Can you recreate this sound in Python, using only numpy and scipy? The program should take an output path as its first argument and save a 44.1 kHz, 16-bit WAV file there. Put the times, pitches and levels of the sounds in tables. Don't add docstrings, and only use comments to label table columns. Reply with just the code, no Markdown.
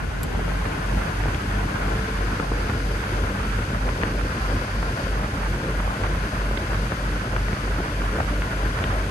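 import sys
import numpy as np
from scipy import signal
from scipy.fft import rfft, irfft, next_fast_len
from scipy.io import wavfile
from scipy.ndimage import uniform_filter1d

SR = 44100
rng = np.random.default_rng(int(sys.argv[2]) if len(sys.argv) > 2 else 0)


def int16_out(signal):
    q = np.round(np.clip(np.atleast_2d(signal).T, -1, 1) * 32767)
    wavfile.write(sys.argv[1], SR, q.astype(np.int16))


def how_loud(loudness_db):
    steps = np.asarray(loudness_db, float) / 20
    return 10 ** steps


N = 401310
T = np.arange(N) / SR
SIZE = next_fast_len(N)
HZ = np.arange(SIZE // 2 + 1) * SR / SIZE

# (frequency [Hz], relative level [dB])
THUD = [(35, -10), (70, 3.5), (200, -5.5), (450, -11.5), (900, -21.5), (2000, -80), (6000, -120)]

STREAM_HIGH_DB = -36
CANCEL_S = 2.06


def level(x, db):
    return x * how_loud(db) / np.sqrt(np.mean(x ** 2))


def over_hz(table):
    hz, value = np.transpose(table)
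    return np.interp(np.log(HZ + 1), np.log(hz + 1), value)


def shape(x, gain):
    return irfft(rfft(x, SIZE) * gain, SIZE)[..., :N]


def around(hz, log_width):
    return np.exp(-(np.log((HZ + 1) / hz) / log_width) ** 2)


def walk(rate):
    k = int(SR / rate)
    steps = np.repeat(rng.standard_normal(N // k + 1), k)
    smooth = uniform_filter1d(uniform_filter1d(steps, k), k)
    return level(smooth[:N], 0)


def column(table, index):
    rows = np.array(table)
    return np.interp(T, rows[:, 0], rows[:, index])


def flow_db():
    low_db, switch_s, settle_s = -38.5, 0.24, 0.16
    return STREAM_HIGH_DB + (low_db - STREAM_HIGH_DB) * np.exp(-np.maximum(T - switch_s, 0) / settle_s)


def rush():
    # (frequency [Hz], relative level [dB])
    air_colour = [(26, -88), (40, -57), (60, -50.5), (110, -54), (250, -61), (700, -65.5), (2000, -68.5),
                  (3200, -75), (3900, -80), (6600, -82.5), (7200, -87.5), (8600, -89.5), (11600, -91.5),
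                  (12450, -112), (12700, -150)]
    # (frequency [Hz], width [Hz], left boost [dB], right boost [dB])
    ducts = [(1040, 72, 9.5, -2.5), (1450, 79, 2.5, 2), (1510, 506, 7, 1.5), (4710, 710, 4.5, 0),
             (6240, 430, 2, -5), (10400, 3250, 7.5, 7.5)]
    # (frequency [Hz], left minus right [dB])
    balance = [(60, -3.5), (110, 2), (200, 1), (360, -3), (640, 3), (1170, -3), (2110, 2.5), (3820, 3.5),
               (6910, 2), (12500, -0.5)]
    # (frequency [Hz], share [0-1])
    alike_table = [(500, 0.05), (860, 0.15), (1150, 0.24), (1600, 0.61), (2600, 0.3), (5500, 0.2),
                   (7000, 0.27), (8350, 0.36), (8900, 0.63), (10200, 1), (11400, 0.72), (11900, .99)]
    # (frequency [Hz], left leads by [radians])
    lead_table = [(0, 0), (520, -0.1), (780, 1.4), (1460, 4.8), (1980, 4.5), (3270, 9.4), (5430, 3.2),
                  (6720, 6.7), (7670, 0.3), (8790, -0.2), (9730, -2.9), (10400, -3.2), (11700, -6.1),
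                  (12700, -6.4)]

    left, own = rng.standard_normal((2, N))
    alike = np.clip(over_hz(alike_table), 0, 1)
    lead_hz, lead = np.transpose(lead_table)
    lag = np.exp(-1j * np.interp(HZ, lead_hz, lead))
    right = shape(left, alike * lag) + shape(own, np.sqrt(1 - alike ** 2))

    colour_db = over_hz(air_colour) + np.outer([0.5, -0.5], over_hz(balance))
    for hz, width_hz, *port_db in ducts:
        colour_db = colour_db + np.outer(port_db, np.exp(-(2 * (HZ - hz) / width_hz) ** 2))
    air = shape(np.array([left, right]), how_loud(colour_db))

    middle = shape(air, around(900, 0.89))
    flutter_db = [2.0 * walk(70) + 1.1 * walk(30), 3.67 * walk(70) + 1.1 * walk(30)]
    air = air + middle * (how_loud(flutter_db) - 1)
    for hz in (221, 415, 740):
        patch = shape(air, around(hz, 0.36))
        air = air + patch * (how_loud([2.16 * walk(22), 2.2 * walk(22)]) - 1)
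    hiss = shape(air, around(4900, 0.2))
    air = air + hiss * (how_loud(walk(1.64)) - 1)

    audible = shape(air, (HZ > 900) & (HZ < 6000))
    flicker_db = np.array([0.63 * walk(9), 0.28 * walk(8)])
    return air / np.std(audible) * how_loud(flow_db() + flicker_db + 3.0)


def gust_db():
    # (time [s], strength [dB], half length [s])
    swells = [(0.454, -26.5, 0.2), (0.985, -24, 0.035), (1.283, -22, 0.021), (1.924, -25, 0.061),
              (2.713, -26.5, 0.065), (3.223, -30, 0.19), (3.856, -31, 0.016), (4.557, -25.5, 0.035),
              (6.57, -37, 0.049), (7.152, -37, 0.035), (7.8, -21, 0.016), (8.173, -27, 0.05),
              (8.54, -31, 0.021), (8.863, -24.5, 0.034)]
    usual_db, wander_db, wanders_per_s = -29, 1.5, 12
    wander = wander_db * np.tanh(walk(wanders_per_s))
    power = how_loud(usual_db + flow_db() - STREAM_HIGH_DB + wander) ** 2
    for s, db, half_s in swells:
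        power = power + how_loud(db) ** 2 * np.exp(-((T - s) / half_s) ** 2)
    return 10 * np.log10(power)


def gusts():
    # (frequency [Hz], relative level [dB])
    left_colour = [(150, -6), (400, -4), (800, 1.5), (1500, 1), (2600, -14.5), (4500, -24), (9000, -70),
                   (13000, -110)]
    # (frequency [Hz], relative level [dB])
    right_colour = [(150, -30), (500, -2), (1000, 3), (1800, 3), (2800, -12), (4500, -24), (9000, -70),
                    (13000, -110)]
    ports, stream_db, strength_db = [], flow_db(), gust_db()
    for snap_db, spread_db, colour in [(-4.0, 9.3, left_colour), (-2.5, 19.0, right_colour)]:
        swell = walk(18)
        puffs_db = 16 * np.tanh((spread_db * walk(250) + 4 * swell) / 16)
        snaps = shape(rng.standard_normal(N) * how_loud(puffs_db), how_loud(over_hz(colour)))
        heaves_db = 4.4 * np.tanh((6.0 * walk(50) + 2.9 * walk(26) + 0.66 * swell) / 4)
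        thuds = shape(rng.standard_normal(N) * how_loud(heaves_db), how_loud(over_hz(THUD)))
        snap_gain = how_loud(0.44 * strength_db - 23.0 + 2.3 * (stream_db - STREAM_HIGH_DB))
        ports.append(level(snaps, snap_db) * snap_gain + level(thuds, -4.0) * how_loud(strength_db))
    return np.array(ports)


def bursts(times, levels_db, length_s, colour, shifts):
    t = np.arange(-1000, 1000) / SR
    skirt = np.exp(-(t / np.where(t < 0, 0.004, 0.007)) ** 2)
    swell = np.exp(-(t / length_s) ** 2) + how_loud(-10.0) * skirt
    suck = -how_loud(15.0) * (t == 0)
    spectra = rfft(rng.standard_normal((len(times), len(t))) * swell + suck)
    log_hz = np.log(np.fft.rfftfreq(len(t), 1 / SR) + 1)
    colour_hz, colour_db = np.transpose(colour)
    out = np.zeros(N + len(t))
    for s, db, shift, spectrum in zip(times, levels_db, shifts, spectra):
        gain = how_loud(np.interp(log_hz, np.log(shift * colour_hz), colour_db))
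        puff = irfft(spectrum * gain) * np.hanning(len(t))
        top = uniform_filter1d(puff ** 2, size=120).max()
        start = int(s * SR)
        out[start:start + len(t)] += how_loud(db) * puff / np.sqrt(top)
    return out[len(t) // 2:][:N]


def buffets():
    # (time [s], left snap [dB], right snap [dB], thud [dB], snap centre [Hz])
    strong = [(0.35, -28, -29, -27, 900), (0.395, -30, -34, -25, 800), (0.48, -28, -31, -27, 900),
              (0.52, -30, -29, -29, 905), (0.656, -28, -23, -32, 1300), (1.238, -31, -23, -45, 2200),
              (1.258, -25, -26, -26, 800), (1.267, -28, -29, -36, 1500), (1.284, -29, -27, -35, 1300),
              (1.347, -29, -23.5, -41, 2250), (1.882, -25, -26, -32, 910), (2.209, -26, -31, -24.5, 1290),
              (2.4, -20, -23, -23, 1360), (2.52, -21, -27, -21, 1000), (2.698, -24, -23.5, -22.5, 1400),
              (3.04, -41, -22, -41, 1650), (3.24, -30, -38, -21, 1080), (3.59, -26, -30, -26, 1420),
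              (3.748, -23, -31, -39, 1160), (3.891, -31, -22.5, -45, 1400), (4.017, -33, -27, -45, 2200),
              (4.028, -29, -24, -37, 1700), (4.0349, -15.5, -20, -18.5, 1650), (4.039, -27, -31, -28, 1300),
              (4.212, -33, -23, -43, 1430), (4.829, -24, -23, -45, 1400), (5.802, -29, -21, -25, 1010),
              (5.878, -20, -31, -28, 1100), (6.037, -23, -37, -26.5, 2100), (6.15, -29, -24, -40, 1430),
              (6.513, -22, -25, -35, 970), (6.575, -32, -23, -25, 2100), (6.733, -24, -27, -35, 1700),
              (6.746, -30, -24, -22.5, 1700), (6.921, -19, -24, -27, 1500), (6.927, -28, -29, -24, 1000),
              (7.365, -17.5, -24, -25, 1450), (7.484, -28, -27, -45, 1720), (7.531, -35, -23, -20, 1630),
              (7.789, -39, -30, -23, 800), (7.804, -32, -30, -21, 700), (8.02, -28, -24, -31, 1300),
              (8.159, -30, -24, -45, 1380), (8.166, -29, -27, -40, 1400), (8.188, -21.5, -35, -22.5, 700),
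              (8.202, -18.5, -28, -20, 1100), (8.2048, -22, -28, -38, 1400), (8.207, -23, -33, -43, 1550),
              (8.421, -27, -22, -29, 1600), (8.659, -35, -24, -21, 1760), (8.79, -30, -20.5, -45, 1670),
              (8.8405, -29, -22.5, -37, 2400), (8.8425, -27, -24, -38, 1600)]
    # (frequency [Hz], relative level [dB])
    snap_colour = [(150, -11), (400, -1), (800, 0.5), (1400, 4), (2300, -11.5), (3300, -20.5), (6000, -65),
                   (13000, -110)]
    colour_centre_hz = 1360
    times, left_db, right_db, thud_db, snap_hz = np.transpose(strong)
    shifts = snap_hz / colour_centre_hz
    snaps = [bursts(times, db, 0.00038, snap_colour, shifts) for db in (left_db, right_db)]
    thuds = bursts(times, thud_db, 0.0048, THUD, np.ones(len(times)))
    return np.array(snaps) + thuds


def whistles():
    # (frequency [Hz], drift [Hz], level against the stream before it wavers [dB])
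    tones = [(1074, 25, -20), (1380, 60, -9.5), (1458, 40, -14), (1560, 64, -14.5), (1700, 97, -15.5)]
    ports = np.zeros((2, N))
    for hz, drift_hz, db in tones:
        for port in ports:
            phase = 2 * np.pi * np.cumsum(hz + drift_hz * walk(11)) / SR
            port += how_loud(db + 3.9 * walk(30)) * walk(60) * np.sin(phase)
    return ports * how_loud(STREAM_HIGH_DB + 2.2 * (flow_db() - STREAM_HIGH_DB))


def shaft():
    # (time [s], turns per second [Hz], hum level [dB])
    fan = [(0.0, 38.639, -40.3), (0.3, 40.644, -37.8), (0.5, 48.194, -30.5), (0.75, 48.679, -31.7),
           (1.0, 49.112, -30.5), (1.4, 49.036, -29.7), (3.0, 49.063, -30.5), (5.0, 49.091, -30.2),
           (6.0, 48.985, -29.7), (7.0, 49.112, -29.4), (8.0, 49.272, -28.8), (9.1, 49.144, -28.8)]
    # (multiple of the turns, waver rate [Hz], level over the hum before the buzz is added [dB])
    overtones = [(2, 12, -11.5), (4, 14, -15), (6, 18, -17.5), (9, 8, -23), (12, 10, -24)]
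    # (time [s], added level [dB])
    buzz = [(0, 4), (.6, 1.5), (1.2, 5), (1.9, 5), (2.6, 3), (5, 0.5), (7, -.5), (9.1, -2)]
    turns = np.cumsum(column(fan, index=1)) / SR
    angle = 2 * np.pi * (turns - np.interp(CANCEL_S, T, turns))
    tone = -np.sqrt(2) * np.sin(angle)
    for multiple, waver_hz, db in overtones:
        order = multiple * angle
        wavering = walk(waver_hz) * np.sin(order) + walk(waver_hz) * np.cos(order)
        tone = tone + how_loud(db + column(buzz, index=1)) * wavering
    return tone * how_loud(column(fan, index=2))


def knob():
    # (time [s], peak level before panning [dB], left minus right [dB])
    clicks = [(0.2311, -22, 7), (0.237, -26, 4), (.2445, -36, 0)]
    # (frequency [Hz], relative level [dB], time to fall by 60 dB [s])
    modes = [(2280, -13, 0.0021), (3500, -13, 0.0018), (4400, 0, 0.0025), (4950, -4, .002),
             (6100, -7, .002), (7730, 3, 0.0047), (9200, 0, 0.0042), (10500, -4, 0.0031),
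             (11300, 6, 0.0065), (13000, -16, .002)]
    out = np.zeros((2, N))
    t = T[:SR // 20]
    ring = sum(how_loud(db) * np.sin(2 * np.pi * hz * t) * np.exp(-np.log(1000) * t / t60)
               for hz, db, t60 in modes)
    lowpass = signal.butter(5, 13000, fs=SR, output="sos")
    for s, db, pan_db in clicks:
        scrape = rng.standard_normal(400) * np.exp(-(T[:400] / 0.0041) ** 2)
        click = signal.sosfilt(lowpass, np.convolve(ring, scrape)[:len(t)])
        gain = how_loud(db + np.array([[pan_db], [-pan_db]]) / 2)
        start = int(s * SR)
        out[:, start:start + len(t)] += gain * click / np.abs(click).max()
    return out


def engine():
    firing_hz, rms_db = 45.985, -30.5
    return np.sqrt(2) * how_loud(rms_db) * np.sin(2 * np.pi * firing_hz * (T - CANCEL_S))


def scene():
    return rush() + gusts() + buffets() + whistles() + shaft() + knob() + engine()


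def fold_bass(ports):
    start_hz, end_hz, creep_s = 164, 667, 2
    hz, s, (left, right) = signal.stft(ports, SR, nperseg=1024)
    crossover_hz = end_hz + (start_hz - end_hz) * np.exp(-s / creep_s)
    above = (hz[:, None] + 1) / crossover_hz
    parted = 1 / np.sqrt(1 + above ** -24)
    shared = 1 - parted ** 2 * (1 - 1 / np.sqrt(1 + (above / 1.25) ** 7))
    lag = np.exp(-1j * 2.0 * parted ** 2)
    right = shared * lag * left + np.sqrt(1 - shared ** 2) * right
    return signal.istft(np.array([left, right]), SR, nperseg=1024)[1][:, :N]


def low_pass(x):
    return signal.sosfilt(signal.butter(12, 16000, fs=SR, output="sos"), x)


def record(dry):
    highpass = signal.butter(4, 33, "highpass", fs=SR, output="sos")
    mix = fold_bass(signal.sosfilt(highpass, dry))
    return low_pass(mix)


dry = scene()
out = record(dry)
int16_out(out)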